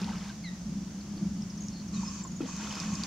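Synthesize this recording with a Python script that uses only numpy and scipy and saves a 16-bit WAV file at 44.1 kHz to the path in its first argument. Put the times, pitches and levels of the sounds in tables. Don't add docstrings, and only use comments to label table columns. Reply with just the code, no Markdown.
import sys
import numpy as np
from scipy import signal
from scipy.fft import rfft, irfft
from scipy.io import wavfile
from scipy.ndimage import uniform_filter1d

SR = 44100
rng = np.random.default_rng(int(sys.argv[2]) if len(sys.argv) > 2 else 0)


def unload_audio(sound):
    columns = np.transpose(np.atleast_2d(sound))
    steps = np.round(np.clip(columns, -1, 1) * 32767)
    wavfile.write(sys.argv[1], SR, steps.astype(np.int16))


N = 134946
TIME_S = np.arange(N) / SR
FREQS_HZ = np.maximum(np.arange(N // 2 + 1) * SR / N, 1)

# time in seconds, drone level in dB before DRONE_TRIM_DB.
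GUST_DB = [(0.0, -41.5), (0.02, -34), (0.3, -41.5), (0.31, -45.5), (0.54, -38.5), (0.56, -45.5),
           (0.73, -33), (0.93, -44), (0.96, -37), (1.06, -47.5), (1.11, -35.5), (1.2, -43), (1.23, -29.5),
           (1.37, -39), (1.4, -34), (1.51, -42.5), (1.61, -39), (1.87, -42.5), (1.98, -32), (2.14, -43.5),
           (2.22, -39), (2.27, -50), (2.3, -38), (2.53, -45), (2.55, -38), (2.78, -43), (2.93, -31.5),
           (2.97, -44.5), (3.01, -33.5), (3.06, -42)]
# centre in Hz, width in Hz, relative level in dB.
BODY_MODES = [(205.16, 10.1, 0), (178.3, 14, -4.5)]
DRONE_TRIM_DB, DRONE_EVEN_S, DRONE_SIDE_DB = 0.73, 0.06, -27
# frequency in Hz, density in dB per Hz.
RUMBLE_DENSITY = [(20, -80), (40, -84), (66, -65), (92, -71.5), (118, -68.5), (150, -67), (240, -76),
                  (280, -71.5), (345, -82), (430, -102), (1000, -100), (4000, -135)]
RUMBLE_SMOOTH_S, RUMBLE_DB_PER_GUST_DB, RUMBLE_SIDE_DB = 0.17, 0.72, -20
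# time in seconds, gain in dB.
RUSH_DB = [(.6, -17.5), (.78, -9.5), (1.05, -7.5), (1.22, 1), (1.33, -10), (1.48, -9)]
# frequency in Hz, density in dB per Hz.
RUSH_DENSITY = [(100, -101), (260, -64.5), (340, -69), (450, -85.5), (1200, -93), (2200, -100),
                (6000, -105), (12000, -130)]
# frequency in Hz, common density in dB per Hz,
# left-right difference density in dB per Hz.
AIR_DENSITY = [(204, -92.5, -91), (590, -88, -96), (960, -90, -98.5), (1890, -95, -100), (3450, -96, -100),
               (4070, -97.5, -102), (4400, -93.5, -97), (6450, -89.5, -89.5), (7360, -98.5, -95.5),
               (7770, -102, -103), (9960, -109, -109), (14700, -116, -116)]

# time in seconds, gain in dB.
THRASH_BOUTS = [
    [(0, 2), (.03, 0), (.06, -3), (.11, -2.5), (.19, -4), (.29, -3), (.335, -11), (.44, -24)],
    [(2.4, -34), (2.41, -2.5), (2.55, -11.5), (2.61, -0.5), (2.73, 1), (2.84, 2), (2.9, -3), (3.02, -4),
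     (3.06, 1)],
]
# frequency in Hz, density in dB per Hz.
SPRAY_DENSITY = [(200, -118), (500, -88.5), (1100, -84.5), (2200, -91.5), (5500, -88), (7500, -100),
                 (10000, -108), (15500, -120)]
# pitch in Hz, relative level in dB.
BUBBLE_LEVELS = [(400, -2), (750, -1), (1200, 3), (1900, 1), (3000, 4.5), (4000, -3.5), (5500, 1),
                 (7000, 1), (9000, -57)]
BUBBLES_PER_S, BUBBLE_CYCLES, BUBBLE_SPREAD_DB = 1700, 30, 2.5
BUBBLE_RISE_SHARE = 0.17
BUBBLES_RMS_DB = -48
# time in seconds, level in dB before attack and decay, pitch in Hz,
# 60 dB decay time in seconds.
PLUNKS = [(2.406, -19.5, 308, 0.036), (2.4045, -40, 524, .03), (2.405, -38, 1332, 0.033),
          (2.427, -29, 257.6, 0.14), (2.433, -35, 473, 0.064), (2.456, -39, 595, 0.023),
          (2.488, -32, 970, 0.012), (0.016, -37.5, 390, 0.059), (.075, -36.5, 790, 0.034),
          (.084, -32.5, 940, 0.027), (.098, -36, 780, 0.027), (.11, -34, 860, .025),
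          (0.119, -35.5, 1570, 0.018), (0.132, -33, 1290, 0.018), (.298, -37.5, 1577, .03),
          (2.609, -34, 1400, 0.018), (2.672, -31, 1340, 0.018), (2.708, -32.5, 3040, 0.032)]
PLUNK_ATTACK_S = 0.00096
# time in seconds, level in dB before SLAP_TRIM_DB, ring in Hz.
SLAPS = [(.017, -34, 4540), (0.044, -34, 4200), (0.1, -40.5, 4330), (.182, -40, 5000), (.237, -46, 5600),
         (.295, -41, 4300), (2.565, -34, 5860), (2.725, -32.5, 4650), (2.754, -30, 5270),
         (2.801, -25, 5230), (2.827, -35, 5860), (2.94, -34, 6400), (2.954, -29, 5400), (3.001, -38, 4700),
         (3.036, -23, 5000)]
SLAP_DECAY_S, SLAP_WIDTH_HZ, SLAP_TRIM_DB = 0.0012, 1660, -4

# time in seconds, length in seconds, start pitch in Hz, end pitch in Hz.
YELPS = [(0.435, .064, 2210, 1830)]
YELP_HARMONICS_DB = [-46.5, -47, -61]
YELP_EDGE_SHARE = 0.28
YELP_ECHO_DB, YELP_ECHO_T60_S, YELP_ECHO_CUT_HZ = -3, 0.38, 3100
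# time in seconds, length in seconds, start pitch in Hz, end pitch in Hz,
# level in dB before flutter.
SONG_NOTES = [(0.808, .016, 6220, 5760, -57), (1.006, 0.01, 4840, 4190, -45),
              (1.173, 0.0087, 4770, 4380, -47), (1.419, 0.0067, 6050, 4840, -41.5),
              (1.496, 0.014, 6440, 4540, -46), (1.574, 0.015, 6730, 4750, -46.5),
              (1.603, 0.0099, 6300, 6900, -43), (1.618, 0.0096, 5980, 6900, -44),
              (1.634, .009, 6200, 6900, -44), (1.646, 0.0095, 6140, 6870, -48.5),
              (1.66, 0.012, 6340, 6800, -46.5), (1.683, 0.0041, 7300, 5000, -39),
              (1.732, 0.015, 5170, 5950, -51), (1.879, 0.014, 6900, 5100, -48),
              (1.935, 0.026, 3950, 4470, -49.5), (1.954, .034, 3950, 3610, -49),
              (2.036, 0.036, 5150, 5155, -53), (2.063, 0.029, 5130, 5200, -43),
              (2.235, 0.011, 7660, 6860, -42.5), (2.271, 0.013, 7150, 6300, -42.5),
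              (2.312, 0.015, 7100, 6440, -48), (2.36, 0.02, 6800, 6640, -48.5)]
# time in seconds, length in seconds, mean pitch in Hz,
# level in dB before pulsing and flutter.
TRILLS = [(1.708, 0.13, 4370, -53.5)]
TRILL_SWING_HZ, TRILL_RATE_HZ, TRILL_PULSE_DEPTH, SONG_FLUTTER_RMS = 200, 76, 0.45, 0.3

# start in seconds, end in seconds, gain in dB.
ZOOM_RUNS = [(1.932, 2.227, -2), (2.464, 3.1, -1)]
ZOOM_RAMP_S, GEAR_HZ, GEAR_DEPTH = 0.031, 152.6, 0.15
# centre in Hz, width in Hz,
# common density in dB per Hz, left-right difference density in dB per Hz.
BARREL_MODES = [(1073, 195, -77, -95), (1810, 300, -92, -106), (2490, 210, -85, -90), (3080, 230, -91, -92),
                (3730, 200, -97, -96), (4550, 400, -85, -97), (5700, 520, -83.5, -82),
                (6430, 340, -82, -82), (7070, 370, -85.5, -82), (8220, 200, -100.5, -95)]
# centre in Hz, width in Hz, density in dB per Hz.
WHINE_MODES = [(1097, 31, -72), (2506, 47, -79), (6450, 27, -72), (7260, 76, -83.5)]
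# time in seconds, length in seconds, pitch in Hz, level in dB.
CLUCKS = [(2.031, 0.0091, 1005, -38), (2.248, 0.015, 1077, -40.5)]
YELP_JITTER, SONG_JITTER, TRILL_JITTER, CLUCK_JITTER = 0.019, 0.006, 0.025, 0.13
POND_ECHO_DB, POND_ECHO_T60_S, POND_ECHO_CUT_HZ = -7.5, 0.15, 12500
CUTOFF_HZ = 15750


def from_db(db):
    return 10 ** (np.asarray(db) / 20)


def rms_one(x):
    return x / np.sqrt(np.mean(x ** 2) + 1e-20)


def at_hz(points, hz, column=1):
    points = np.array(points)
    return np.interp(np.log(hz), np.log(points[:, 0]), points[:, column])


def at_time(points):
    return np.interp(TIME_S, *np.transpose(points))


def noise(gain):
    return irfft(rfft(rng.standard_normal(N)) * gain, N) * np.sqrt(SR / 2)


def coloured_noise(density, column=1):
    return noise(from_db(at_hz(density, FREQS_HZ, column)))


def resonance(hz, width_hz):
    return 1 / (1 + ((FREQS_HZ ** 2 - hz ** 2) / (FREQS_HZ * width_hz * np.sqrt(2))) ** 2)


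def stereo(mid, side):
    return np.array([mid + side, mid - side])


def add(out, start_s, sound):
    i = max(int(start_s * SR), 0)
    out[i:i + len(sound)] += sound[:max(N - i, 0)]


def bird_tone(path_hz, levels_db, jitter_share, edge_share=0.44):
    jitter = rms_one(uniform_filter1d(rng.standard_normal(N // 8), size=30))[:len(path_hz)]
    phase = 2 * np.pi * np.cumsum(path_hz * (1 + jitter_share * jitter)) / SR
    tone = sum(from_db(db) * np.sin((k + 1) * phase) for k, db in enumerate(levels_db))
    return signal.windows.tukey(len(path_hz), edge_share) * tone


def banks(x, t60_s, cut_hz):
    t = TIME_S[:SR // 2]
    shape = (2, len(t))
    present = rng.random(shape) < 0.02
    echoes = rng.standard_normal(shape) * present * from_db(-60 * t / t60_s)
    echoes /= np.sqrt(np.sum(echoes ** 2, axis=1, keepdims=True))
    echoes = signal.sosfilt(signal.butter(2, cut_hz, fs=SR, output="sos"), echoes)
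    return signal.fftconvolve(x[None], echoes, axes=1)[:, :N]


def wind():
    gust_db = at_time(GUST_DB)
    body = sum(from_db(db) * resonance(hz, width_hz) for hz, width_hz, db in BODY_MODES)
    drone = noise(body)
    drone = drone / np.sqrt(uniform_filter1d(drone ** 2, int(DRONE_EVEN_S * SR)) + 1e-12)
    drone = stereo(drone, from_db(DRONE_SIDE_DB) * rms_one(noise(body)))

    rumble_side = from_db(RUMBLE_SIDE_DB) * coloured_noise(RUMBLE_DENSITY)
    rumble = stereo(coloured_noise(RUMBLE_DENSITY), rumble_side)
    slow_gust_db = uniform_filter1d(gust_db - gust_db.mean(), int(RUMBLE_SMOOTH_S * SR))
    swell_db = RUMBLE_DB_PER_GUST_DB * slow_gust_db

    rush = from_db(at_time(RUSH_DB)) * coloured_noise(RUSH_DENSITY)
    return from_db(gust_db + DRONE_TRIM_DB) * drone + from_db(swell_db) * rumble + rush


def air():
    return stereo(coloured_noise(AIR_DENSITY), coloured_noise(AIR_DENSITY, column=2))


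def bubbles():
    out = np.zeros(N)
    for when, size, luck in rng.random((int(BUBBLES_PER_S * N / SR), 3)):
        hz = (20 + 72 * size) ** 2
        life_s = BUBBLE_CYCLES / hz
        t = TIME_S[:int(life_s * SR)]
        db = at_hz(BUBBLE_LEVELS, hz) + 5 * np.log10(hz)
        db -= BUBBLE_SPREAD_DB * np.log(max(1 - luck, 0.02))
        cycles = hz * t * (1 + BUBBLE_RISE_SHARE * t / life_s / 2)
        add(out, when * N / SR, from_db(db - 60 * t / life_s) * np.sin(2 * np.pi * cycles))
    return rms_one(out)


def thrashing():
    vigour = 0
    for bout in THRASH_BOUTS:
        bout_db = np.interp(TIME_S, *np.transpose(bout), left=-90, right=-90)
        vigour = vigour + from_db(bout_db)
    return vigour * (coloured_noise(SPRAY_DENSITY) + from_db(BUBBLES_RMS_DB) * bubbles())


def plunks():
    out, t = np.zeros(N), TIME_S[:SR // 5]
    attack = 1 - np.exp(-t / PLUNK_ATTACK_S)
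    for start_s, db, hz, t60_s in PLUNKS:
        add(out, start_s, from_db(db - 60 * t / t60_s) * attack * np.sin(2 * np.pi * hz * t))
    return out


def slaps():
    out, t = np.zeros(N), TIME_S[:SR // 40]
    radius = np.exp(-np.pi * SLAP_WIDTH_HZ / SR)
    for start_s, db, hz in SLAPS:
        poles = [1, -2 * radius * np.cos(2 * np.pi * hz / SR), radius ** 2]
        burst = rng.standard_normal(len(t)) * np.exp(-t / SLAP_DECAY_S)
        for _ in range(2):
            burst = signal.lfilter([1, 0, -1], poles, burst)
        burst /= np.sqrt(np.sum(burst ** 2) / (SLAP_DECAY_S * SR))
        add(out, start_s, from_db(db + SLAP_TRIM_DB) * burst)
    return out


def yelp():
    out = np.zeros(N)
    for start_s, length_s, start_hz, end_hz in YELPS:
        path_hz = np.linspace(start_hz, end_hz, int(length_s * SR))
        add(out, start_s, bird_tone(path_hz, YELP_HARMONICS_DB, YELP_JITTER, YELP_EDGE_SHARE))
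    return out


def songbird():
    out = np.zeros(N)
    for start_s, length_s, start_hz, end_hz, db in SONG_NOTES:
        path_hz = np.linspace(start_hz, end_hz, int(length_s * SR))
        add(out, start_s, bird_tone(path_hz, [db], SONG_JITTER))
    for start_s, length_s, hz, db in TRILLS:
        swing = 2 * np.pi * TRILL_RATE_HZ * TIME_S[:int(length_s * SR)]
        pulse = 1 + TRILL_PULSE_DEPTH * np.cos(swing)
        tone = bird_tone(hz + TRILL_SWING_HZ * np.sin(swing), [db], TRILL_JITTER)
        add(out, start_s, pulse * tone)
    flutter = rms_one(uniform_filter1d(rng.standard_normal(N), size=150))
    return out * (1 + SONG_FLUTTER_RMS * flutter)


def zoom_motor():
    running = 0
    for start_s, end_s, db in ZOOM_RUNS:
        inside_s = np.minimum(TIME_S - start_s, end_s - TIME_S)
        running = running + from_db(db) * np.clip(inside_s / ZOOM_RAMP_S + 0.5, 0, 1)
    mid = noise(sum(from_db(db) * resonance(hz, width_hz) for hz, width_hz, db, _ in BARREL_MODES))
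    side = noise(sum(from_db(db) * resonance(hz, width_hz) for hz, width_hz, _, db in BARREL_MODES))
    whine = noise(sum(from_db(db) * resonance(hz, width_hz) for hz, width_hz, db in WHINE_MODES))
    gear = 1 + GEAR_DEPTH * np.sin(2 * np.pi * GEAR_HZ * TIME_S)
    return running * gear * stereo(mid + whine, side)


def clucks():
    out = np.zeros(N)
    for start_s, length_s, hz, db in CLUCKS:
        add(out, start_s, bird_tone(np.full(int(length_s * SR), hz), [db], CLUCK_JITTER))
    return out


def scene():
    near = wind() + air() + zoom_motor()
    pond = thrashing() + plunks() + slaps() + songbird() + clucks()
    far = yelp()
    far_echo = from_db(YELP_ECHO_DB) * banks(far, YELP_ECHO_T60_S, YELP_ECHO_CUT_HZ)
    pond_echo = from_db(POND_ECHO_DB) * banks(pond, POND_ECHO_T60_S, POND_ECHO_CUT_HZ)
    return near + far + pond + far_echo + pond_echo


def record(dry):
    return signal.sosfilt(signal.ellip(12, 0.1, 80, CUTOFF_HZ, fs=SR, output="sos"), dry)


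dry = scene()
out = record(dry)
unload_audio(out)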